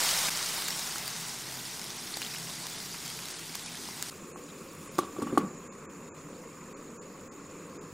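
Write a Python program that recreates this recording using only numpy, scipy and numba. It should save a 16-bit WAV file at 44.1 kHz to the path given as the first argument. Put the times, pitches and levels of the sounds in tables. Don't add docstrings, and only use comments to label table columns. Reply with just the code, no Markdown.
import sys
import numpy as np
from scipy import signal
from scipy.fft import rfft, irfft
from scipy.io import wavfile
from scipy.ndimage import uniform_filter1d
from numba import njit

SR = 44100
rng = np.random.default_rng(int(sys.argv[2]) if len(sys.argv) > 2 else 0)


def wrap_up_sound(samples):
    columns = np.atleast_2d(samples).T
    tamed = np.clip(columns, -1, 1)
    steps = np.round(tamed * 32767).astype(np.int16)
    wavfile.write(sys.argv[1], SR, steps)


def volts_from_db(level):
    exponent = np.asarray(level, float) / 20
    return 10 ** exponent


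N = 349708
T = np.arange(N) / SR
HZ = np.fft.rfftfreq(N, 1 / SR)

JOINS = [
    .3005,
    4.1045,
]
OPEN = T < JOINS[1]

# (frequency [Hz], level [dB per Hz])
FRYING_TONE = [(240, -38), (400, -8), (489, -7.5), (520, -5.5), (904, -0.5), (1070, -1.5), (1920, -2.5),
               (2650, -5.5), (4910, -2), (9080, -6), (10900, -11), (15600, -14), (15900, -29)]
# (time [s], level [dB])
COOLING = [(0.31, -35), (0.57, -35.5), (1.06, -40), (1.4, -41.5), (1.96, -42.5), (2.25, -41), (2.75, -42.5),
           (3.36, -44), (3.5, -44.5), (3.93, -44), (4.09, -43)]
FRYING_DB, FRYING_SAG_DB_PER_S = -29.5, -6.5

# (frequency [Hz], level [dB per Hz])
FAN_TONE = [(12, -50), (20, -18), (91, -9.5), (151, -3.5), (240, -8), (295, -4), (328, -3.5), (410, -5),
            (448, -5.5), (490, -11), (700, -24), (910, -57), (1540, -120)]
# (frequency [Hz], width [Hz], gain [dB])
FAN_ROOM_RESONANCES = [(131.8, 8.9, 6), (165.3, 6.2, 7), (195, 10, 5), (239.8, 10.6, 9.5)]
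# (time [s], share [dB])
HUM_SWELL = [(0, -3), (0.44, 0), (1.05, 3), (2.25, -7), (2.42, 9), (2.89, 8), (3.3, -2), (3.5, 9),
             (4.09, -8)]

# (frequency [Hz], level [dB per Hz])
MIC_NOISE_TONE = [(12, -26), (20, 2), (80, 2), (365, 3), (1600, -1), (6840, -8), (7860, -11), (15800, -5)]

# (time [s], peak [dB])
FAT_CRACKS = [(0.0913, -11), (0.1901, -10), (0.7289, -19), (0.831, -28), (0.9823, -19), (1.1737, -28),
              (1.2124, -26), (1.2495, -26.0), (1.5554, -24), (1.7738, -25), (1.8423, -21), (2.0746, -27.0),
              (2.2502, -25), (2.4985, -19), (2.7007, -24), (2.828, -25), (2.8616, -22), (2.9468, -29),
              (2.979, -27.0), (3.052, -25), (3.0599, -24), (3.0629, -22), (3.0795, -23), (3.1021, -18.5),
              (3.2565, -19.5), (3.2865, -21), (3.3121, -24), (3.3956, -26), (3.55, -21), (3.5533, -18),
              (0.868, -20), (0.789, -24), (2.4, -23), (2.636, -26), (2.74, -27), (3.5946, -22),
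              (3.6311, -34), (3.6426, -33), (3.6599, -30), (3.6828, -28.0), (3.6858, -29.0), (3.7551, -22),
              (3.7705, -24), (3.8254, -29.0), (3.8377, -27), (3.8548, -30.0), (3.8764, -27), (4.0602, -31),
              (4.083, -31.0), (4.0882, -29), (4.0922, -35), (4.0977, -22)]
# (time [s], peak [dB], pitch [Hz], share of broad click [dB])
SPITS = [(0.286, -14, 2280, -9), (0.391, -17, 3900, -12), (0.561, -24, 4200, -5), (0.622, -17, 3920, -3),
         (0.681, -19, 7350, -5), (0.6843, -23, 2480, 8), (0.686, -27, 2180, 1), (0.7065, -14, 5000, -9),
         (0.874, -19, 5400, -7), (0.9587, -19, 1350, -14), (0.984, -25, 5700, -1), (1.0785, -22, 5490, 3),
         (1.713, -24, 5910, -8), (1.905, -18, 5770, -14), (2.143, -30, 4600, -13), (2.1705, -21.5, 760, 2),
         (2.2185, -16, 2700, -7), (2.228, -17, 3600, -17), (2.2645, -19.5, 3740, -20),
         (2.348, -23, 2140, -8), (2.385, -24, 5300, -2), (2.473, -24, 3020, -13), (2.656, -25, 990, -9),
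         (2.803, -23, 4770, -18), (2.248, -26, 3000, -10), (3.1902, -25, 2390, -3), (3.554, -27, 1100, 8.5),
         (3.747, -27, 2070, -7), (3.888, -23.5, 960, -9), (4.0256, -12.5, 7600, -5)]
# (time [s], peak [dB], pitch [Hz], length [cycles])
RINGING_DRIPS = [(0.578, -37, 880, 8), (2.1403, -29, 4070, 22), (2.209, -36, 2900, 6),
                 (2.223, -35, 2200, 5), (2.2475, -35, 3100, 12), (3.542, -37, 2100, 6),
                 (3.671, -43, 2350, 10), (0.591, -30, 3400, 5), (0.575, -32, 2100, 4), (2.34, -35, 2280, 7),
                 (2.361, -34, 2720, 10), (2.49, -43, 1000, 7), (2.63, -46, 940, 22), (2.944, -39, 1280, 5),
                 (2.945, -36, 2300, 6), (3.392, -40, 6100, 30), (3.454, -40, 7750, 35),
                 (3.68, -38.5, 2290, 15), (3.845, -36, 8300, 15), (3.853, -39, 5960, 16)]
# (middle [s], half length [s], frequency [Hz], width [Hz], level [dB])
SPLASHES = [(2.54, .09, 4950, 900, -53), (2.221, .004, 5600, 3000, -42), (2.635, .025, 4700, 1300, -48),
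            (2.5, .008, 4200, 600, -50), (3.595, .005, 4200, 1500, -48), (2.83, .035, 4800, 600, -53),
            (2.66, .004, 3500, 4000, -48)]

# (frequency [Hz], level [dB per Hz])
BOILING_TONE = [(12, -61), (20, -28), (48, -54), (80, -6), (127, -11), (150, -2), (284, -7.5), (344, -2.5),
                (526, -3), (624, -14.5), (788, -19), (1110, -7), (1430, -16), (2330, -21), (3200, -32),
                (4160, -50), (7040, -120)]
# (frequency [Hz], width [Hz], gain [dB])
COVERED_RESONANCES = [(161, 6.8, 4), (194, 8.8, 4), (235.6, 11, 7.5), (285.4, 10.7, 11.5)]
# (frequency [Hz], width [Hz], level [dB])
JET_WHISTLES = [
    (6886, 420, -0.5),
    (7104, 540, 0.5),
]
# (frequency [Hz], level [dB per Hz])
MUFFLED_TONE = [(1530, 1), (2600, 0), (2960, -9), (6100, -8.5), (6990, -7), (8380, -7.5), (11100, -11),
                (12700, -17.5), (14800, -10.5), (15800, -17)]
# (time [s], opening [about 0 closed to 1 open])
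LID_GAP = [(4.11, 1.8), (4.25, 0.92), (4.5, 1.02), (4.89, 1.4), (5.1, 0.87), (5.35, 0.76), (5.51, 0.2),
           (5.8, 0.067), (7.93, 0.055)]
# (time [s], peak [dB], pitch [Hz])
DROPLETS = [(4.583, -42, 10500), (4.645, -46, 11000), (4.687, -45, 4800), (4.734, -38, 12000),
            (4.751, -36, 10000), (4.275, -40, 9800), (4.955, -40, 5500), (5.199, -40, 4770),
            (6.394, -45, 9500), (7.21, -43, 9500)]
ROCKING_S, ROCKING_WIDTH_S, ROCKING_DB = 5.33, 0.15, 5

# (time [s], blow [dB], glass share [dB], crack share [dB], off-centre tilt [dB])
KNOCKS = [(4.359, -42, 8.5, -13, 2), (4.607, -33.5, -17, -11, 0), (4.955, -47, 2, 3, 2),
          (4.983, -21.5, -5, -1, 6), (4.9862, -23, -6, -5, 5), (4.9888, -28, 15, 2, 5),
          (5.015, -34, -8, -14, 5), (5.024, -39, 7, -12, 3), (5.035, -40, 7, -15, 0),
          (5.091, -37, -3, -15, 3), (5.1635, -44, 8, -20, 3), (5.1662, -42, 9, -20, 3),
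          (5.1853, -22, -15, -20, 6), (5.2005, -40, 2, -10, 0), (5.2195, -31, 0, -5, 3),
          (5.2215, -30, 2, -4, 2), (5.2238, -22.5, -10, -14, -4), (5.2345, -38, 6, -18, 0),
          (5.2615, -31, -16, -22, -3), (5.2702, -37, 6, -10, 2), (5.2738, -35, 3, -10, 2),
          (5.285, -34, -8, -18, 3), (5.3257, -22, -16, -24, 5), (5.3335, -28, -14, -22, -3),
          (5.3515, -33, -5, -10, 0), (5.375, -12.5, 2.5, -17, -1), (5.3777, -22, 4, -3, 0),
          (5.414, -39, 5, -10, 0), (6.812, -35, -11, -31, 0), (7.762, -41, -13, -18, 0)]
# (start [s], first level [dB], fading [dB per s], glass share [dB])
TREMBLES = [
    (5.04, -42, -65, -2),
    (5.292, -39, -30, -6),
    (5.39, -38, -22, -8),
]
# (frequency [Hz], level [dB], time to fade 60 dB [s])
PAN = [(156, -24.5, 0.86), (169, -14, 0.065), (211, -5.5, 0.099), (280, 2.5, 0.045), (365, 0, 0.045),
       (420, -8.5, 0.071), (517, -7, 0.028)]
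# (frequency [Hz], level [dB], time to fade 60 dB [s])
GLASS = [(625, -15, .025), (830, -4.5, .025), (975, -4, .025), (1145, 4.5, .036), (1255, -7, .022),
         (1380, -22, .025), (1700, -20, .02), (2400, -21, .02), (2650, -21, .02), (3140, -19, .02)]
# (middle [s], half length [s], frequency [Hz], width [Hz], level
# [dB])
SCRAPES = [(5.02, 0.03, 3200, 2500, -52), (4.992, .007, 4700, 1500, -46), (5.248, .01, 3300, 1500, -59),
           (5.29, 0.018, 2900, 450, -58), (4.5, 0.014, 3800, 1500, -55), (5.38, 0.005, 3100, 690, -46),
           (5.405, .02, 2300, 1400, -53), (5.1, 0.037, 2500, 660, -70), (5.24, .025, 110, 40, -45),
           (5.33, 0.028, 126, 62, -45), (5.3, .03, 282, 40, -46), (5.23, 0.027, 60, 40, -55),
           (5.43, 0.034, 190, 24, -35.5), (6, 0.022, 207, 36, -49), (5.48, 0.036, 196, 36, -46.5),
           (5.47, 0.034, 350, 30, -48), (4, 0.036, 4700, 3000, -69)]
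# (frequency [Hz], width [Hz], level [dB])
ROOM_MODES = [(163.4, 5.4, 1), (193, 7, -6), (236, 8, 1), (292, 5.7, -9)]

# (start [s], length [s], affected above [Hz])
DROPOUTS = [(1.795, .035, 10400), (1.976, .021, 10500), (2.135, .025, 10500), (2.56, .033, 10500),
            (2.63, .023, 11000), (2.764, .021, 11000), (3.327, .062, 10100), (3.538, .011, 10000),
            (3.635, .053, 11000), (3.733, 0.036, 11000), (4.012, .012, 10000), (4.324, .045, 2800),
            (4.88, 0.033, 2800), (5.683, 0.036, 1890), (5.863, .03, 2660), (6.095, 0.047, 1680),
            (6.728, 0.036, 2700), (6.977, 0.036, 1790), (7.28, .035, 2000), (7.778, .035, 2680)]
# (frequency [Hz], level [dB per bin])
SILENCE_BELOW = [(8000, -112), (11000, -99), (12500, -94.5), (13500, -95.5), (15000, -97), (15500, -97),
                 (15800, -91)]
# (middle [s], half length [s], frequency [Hz], width [Hz], level [dB])
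STEREO_BURSTS = [(.29, 0.0083, 4000, 9000, -50), (1.0, .015, 13500, 4000, -67),
                 (3.556, .009, 5500, 7000, -51), (4.026, .008, 6000, 12000, -56),
                 (4.988, 0.0068, 5000, 12000, -56)]


def level(x, db):
    return x * volts_from_db(db) / np.sqrt(np.mean(x ** 2))


def curve(rows):
    s, value = np.transpose(rows)
    return np.interp(T, s, value)


def samples(s):
    return (s * SR).astype(np.int64)


def shape(points, hz):
    f, db = np.transpose(points)
    return volts_from_db(np.interp(np.log(hz + 1), np.log(f), db))


def peak(hz, width):
    return 1j * HZ * width / (hz ** 2 - HZ ** 2 + 1j * HZ * width)


def resonances(modes):
    return 1 + sum(volts_from_db(db) * np.abs(peak(f, w)) ** 2 for f, w, db in modes)


def coloured_noise(response):
    return irfft(rfft(rng.standard_normal(N)) * response, N)


def band(x, lo_hz, hi_hz, order=2):
    return signal.sosfilt(signal.butter(order, [lo_hz, hi_hz], "band", fs=SR, output="sos"), x)


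def walk(rate):
    k = int(SR / rate)
    steps = np.repeat(rng.standard_normal(N // k + 1), k)
    return 0.64 * uniform_filter1d(uniform_filter1d(steps, k), k)[:N]


@njit
def grains(start, hz, cycles, size, glide):
    out = np.zeros(N)
    for k in range(len(start)):
        n = int(cycles[k] * SR / hz[k])
        z, step = size[k] + 0j, 2 * np.pi * hz[k] / SR
        for i in range(start[k], min(start[k] + 5 * n, N)):
            z *= np.exp(1j * step * (1 + glide * (i - start[k]) / n) - 1 / n)
            out[i] += z.imag
    return out


def bubbles(count, lo_hz, hi_hz, colour, cycles, spread_db, most_db, glide):
    when, pitch, strength, length = rng.random((count, 4)).T
    hz = lo_hz * (hi_hz / lo_hz) ** pitch
    size = shape(colour, hz) * hz * volts_from_db(np.minimum(-spread_db * np.log(1 - strength), most_db))
    return level(grains((when * N).astype(np.int64), hz, cycles * (.5 + length), size, glide), 0)


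def flutter(colour, lo_hz, count, swell_db, flicker_db, rate):
    out, swell = 0, np.tanh(walk(6.))
    white = rfft(rng.standard_normal(N)) * colour
    for k in range(count):
        part = np.clip(1 - np.abs(2 * np.log2((HZ + 1) / lo_hz) - k), 0, 1)
        flicker = np.clip(walk(max(rate, 10)), -2, 1)
        out = out + irfft(white * part, N) * volts_from_db(swell_db * swell + flicker_db * flicker)
    return level(out, 0)


def patches(rows):
    white = rfft(rng.standard_normal(N))
    out = 0
    for s, half, hz, width, db in rows:
        tone = level(irfft(white * peak(hz, width) ** 2, N), db)
        out = out + tone * np.exp(-((T - s) / half) ** 2)
    return out


def sizzle():
    hiss = flutter(shape(FRYING_TONE, HZ), 438, count=12, swell_db=1.0, flicker_db=2.0, rate=25.)
    fizz = bubbles(count=16000, lo_hz=588.5, hi_hz=14090, colour=FRYING_TONE, cycles=4.9,
                   spread_db=1.0, most_db=12.0, glide=0.036)
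    spray = rng.standard_normal(400) * np.exp(-np.arange(400) / SR / .0012) * .45
    spray[0] = 1
    strength = volts_from_db(np.minimum(2.5 * rng.exponential(size=N), 12.))
    bursts = (rng.random(N) < .006) * rng.standard_normal(N) * strength
    crackle = level(irfft(rfft(bursts) * rfft(spray, N) * shape(FRYING_TONE, HZ), N), 0)
    mix = rfft(hiss + volts_from_db(-6.0) * fizz + volts_from_db(-10.0) * crackle)

    heat_db = np.where(T < JOINS[0], FRYING_DB + FRYING_SAG_DB_PER_S * T, curve(COOLING))
    cooling_db = 0.035 * (heat_db - FRYING_DB)
    low, top = HZ < 1900, HZ > 8500
    zones = [(~low & ~top, heat_db), (low, heat_db - 7 + cooling_db), (top, heat_db - 5.5 + cooling_db)]
    return sum(volts_from_db(db - 0.5) * level(irfft(mix * zone, N), 0) for zone, db in zones)


def hood():
    rumble = flutter(shape(FAN_TONE, HZ) * resonances(FAN_ROOM_RESONANCES), 19.3, count=12,
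                     swell_db=-0.5, flicker_db=2.0, rate=7.3)
    hum = level(coloured_noise(peak(162.9, 2.6) ** 2), -14.0)
    return volts_from_db(-50.5) * (rumble + volts_from_db(curve(HUM_SWELL)) * hum)


def microphone_noise():
    return level(coloured_noise(shape(MIC_NOISE_TONE, HZ)), -62.5) * np.where(OPEN, volts_from_db(5), 1)


def fat_cracks():
    s, db = np.transpose(FAT_CRACKS)
    clicks = np.zeros(N)
    clicks[samples(s) - 1] = -volts_from_db(db + 6.5)
    return band(clicks, 1500, 8900, order=1)


def spits():
    s, db, hz, click_db = np.transpose(SPITS)
    cycles = 2.6 * (hz / 4000) ** .6
    ringing = grains(samples(s), hz, cycles, -volts_from_db(db - 5.0), 0.029)
    scatter = rng.standard_normal(600) * np.exp(-np.arange(600) / SR / 0.0016) * 0.25
    scatter[0] = 0.93
    clicks = np.zeros(N)
    clicks[samples(s)] = -volts_from_db(db + click_db + 5.5)
    return ringing + band(signal.fftconvolve(clicks, scatter)[:N], 700, 12500, order=1)


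def ringing_drips():
    s, db, hz, cycles = np.transpose(RINGING_DRIPS)
    return grains(samples(s), hz, cycles, volts_from_db(db), .12)


def splashes():
    return patches(SPLASHES)


def boiling():
    boil_db = -47.5 + ROCKING_DB * np.exp(-((T - ROCKING_S) / ROCKING_WIDTH_S) ** 2)
    thrum = flutter(shape(BOILING_TONE, HZ) * resonances(COVERED_RESONANCES), 13.5, count=16,
                    swell_db=0.0, flicker_db=2.0, rate=14.0)
    plops = bubbles(count=2500, lo_hz=141.7, hi_hz=2800, colour=BOILING_TONE, cycles=3.7,
                    spread_db=-2.0, most_db=0.0, glide=0.046)
    return volts_from_db(boil_db) * (thrum + volts_from_db(-7.0) * plops)


def gas_jet():
    whistle = sum(volts_from_db(db) * peak(f, w) ** 2 for f, w, db in JET_WHISTLES)
    return volts_from_db(-58.5) * flutter(whistle, 3940, count=4, swell_db=2.0, flicker_db=2.5, rate=54.0)


def fizz_under_lid():
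    gap = curve(LID_GAP)
    fizz = flutter(shape(MUFFLED_TONE, HZ), 2530, count=7, swell_db=.7, flicker_db=2.8, rate=40.)
    bursts = bubbles(count=1500, lo_hz=5000, hi_hz=12700, colour=MUFFLED_TONE, cycles=2.5,
                     spread_db=5.0, most_db=11.0, glide=0.023)
    both = rfft(fizz + volts_from_db(-9.5) * bursts)
    dull = level(irfft(both * (HZ < 8000), N), 0)
    steam = level(irfft(both * (HZ >= 8000), N), 0)
    s, db, hz = np.transpose(DROPLETS)
    ticks = grains(samples(s), hz, 3. + 0 * hz, volts_from_db(db), 0.027)
    return ticks + volts_from_db(-61 + 4.5 * gap) * dull + volts_from_db(-66 + 6 * gap) * steam


def touches(count=7):
    rows = list(KNOCKS)
    for s, db, fade_db, glass_db in TREMBLES:
        late, size = rng.random((count, 2)).T
        after = .018 * (np.arange(count) + .6 * late)
        rows += [(s + a, db + fade_db * a + 5 * (z - .5), glass_db, -25, 0) for a, z in zip(after, size)]
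    return rows


def kitchen(x):
    t = T[:SR // 2]
    tail = band(rng.standard_normal(len(t)), 92, 5000, order=1) * volts_from_db(-60 * t / 0.42)
    tail = level(tail, 0) / np.sqrt(len(t))
    boom = irfft(rfft(x) * sum(volts_from_db(db) * peak(hz, w) for hz, w, db in ROOM_MODES), N)
    return volts_from_db(-17.5) * signal.fftconvolve(x, tail)[:N] + volts_from_db(4.) * boom


def lid():
    out, t = np.zeros(N), T[:SR // 2]
    rows = touches()
    chance = rng.standard_normal((len(rows), 2, len(PAN + GLASS)))
    f, mode_db, t60 = np.transpose(PAN + GLASS)[:, :, None]
    is_glass = f > PAN[-1][0]
    sense = np.where(is_glass, 1, (-1.) ** np.arange(len(f))[:, None])
    favoured = np.where((f > 320) & (f < 600), 1., -1. * (f < 900))
    push = np.hanning(int(.0005 * SR) + 3)
    for (s, db, glass_db, crack_db, tilt_db), (gain, detune) in zip(rows, chance):
        hit_db = mode_db + tilt_db * favoured + glass_db * is_glass + 1.2 * gain[:, None]
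        pitch = f * (1 + .015 * detune[:, None])
        ring = sense * volts_from_db(hit_db - 60 * t / t60) * np.sin(2 * np.pi * pitch * t)
        ring = np.convolve(ring.sum(axis=0), push / push.sum())[:len(t)]
        crack = band(rng.standard_normal(len(t)), 900, 11000) * volts_from_db(crack_db - 60 * t / .06)
        crack = crack * np.minimum(t / 0.0006, 1)
        i = int(s * SR)
        out[i:i + len(t)] -= (volts_from_db(db - 6.5) * (ring + crack))[:N - i]
    return band(out + kitchen(out) + patches(SCRAPES), 97, 22000, order=3)


def random_blocks(rows, columns, tall, wide):
    values = rng.standard_normal((rows // tall + 1, columns // wide + 1))
    return np.repeat(np.repeat(values, tall, axis=0), wide, axis=1)[:rows, :columns]


def silence_weak_patches(x):
    f, t, z = signal.stft(x, SR, nperseg=1024, noverlap=768)
    size, is_open, bass = (len(f), len(t)), t < JOINS[1], f[:, None] < 900
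    floor = np.repeat(shape(SILENCE_BELOW, f)[:, None], len(t), axis=1)
    floor[np.ix_(f > 10000, is_open)] = volts_from_db(-80.5)
    for s, length, above_hz in DROPOUTS:
        db = -72.5 if s < JOINS[1] else -79.8 if s < 5. else -77.5
        floor[np.ix_(f > above_hz, (t > s) & (t < s + length))] = volts_from_db(db)
    floor = floor * volts_from_db(2.5 * random_blocks(*size, 8, 6))

    blocks = random_blocks(*size, 24, 8)
    loudness = uniform_filter1d(uniform_filter1d(np.abs(z[0]) ** 2, size=24, axis=0), size=12, axis=1)
    side = np.maximum(volts_from_db(-100), volts_from_db(-15 + 4.5 * is_open) * np.sqrt(loudness + 1e-18))
    side = side * volts_from_db(4.5 * blocks + 3. * blocks[0] * (f[:, None] > 900) - 9.5 * bass)

    z = z * volts_from_db(2.5 * random_blocks(*size, 6, 2) * (f[:, None] > 2900))
    floor = np.array([floor, np.maximum(side, floor * (t > JOINS[1]))])
    patch = uniform_filter1d(uniform_filter1d(np.abs(z) ** 2, size=5, axis=-2), size=4, axis=-1)
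    kept = z * np.where(patch > floor ** 2, 1, volts_from_db(-28.))
    return signal.istft(kept, SR, nperseg=1024, noverlap=768)[1][..., :N]


def scene():
    open_pan = sizzle() + hood() + fat_cracks() + spits() + ringing_drips() + splashes()
    covered_pan = boiling() + gas_jet() + fizz_under_lid() + lid()
    mid, side = np.where(OPEN, open_pan, covered_pan), microphone_noise()
    return np.array([mid + side, mid - side])


def roll_off(x):
    return signal.sosfilt(signal.butter(12, 16990, fs=SR, output="sos"), x)


def record(dry):
    fades = [np.clip(np.maximum((s - T) / .008, (T - s) / .004), 0, 1) for s in JOINS]
    left, right = irfft(rfft(dry * np.prod(fades, axis=0)) * (HZ < 15850), N)
    mid, side = silence_weak_patches(np.array([left + right, left - right]) / 2)
    side = side + patches(STEREO_BURSTS)
    return roll_off(np.array([mid + side, mid - side]))


dry = scene()
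out = record(dry)
wrap_up_sound(out)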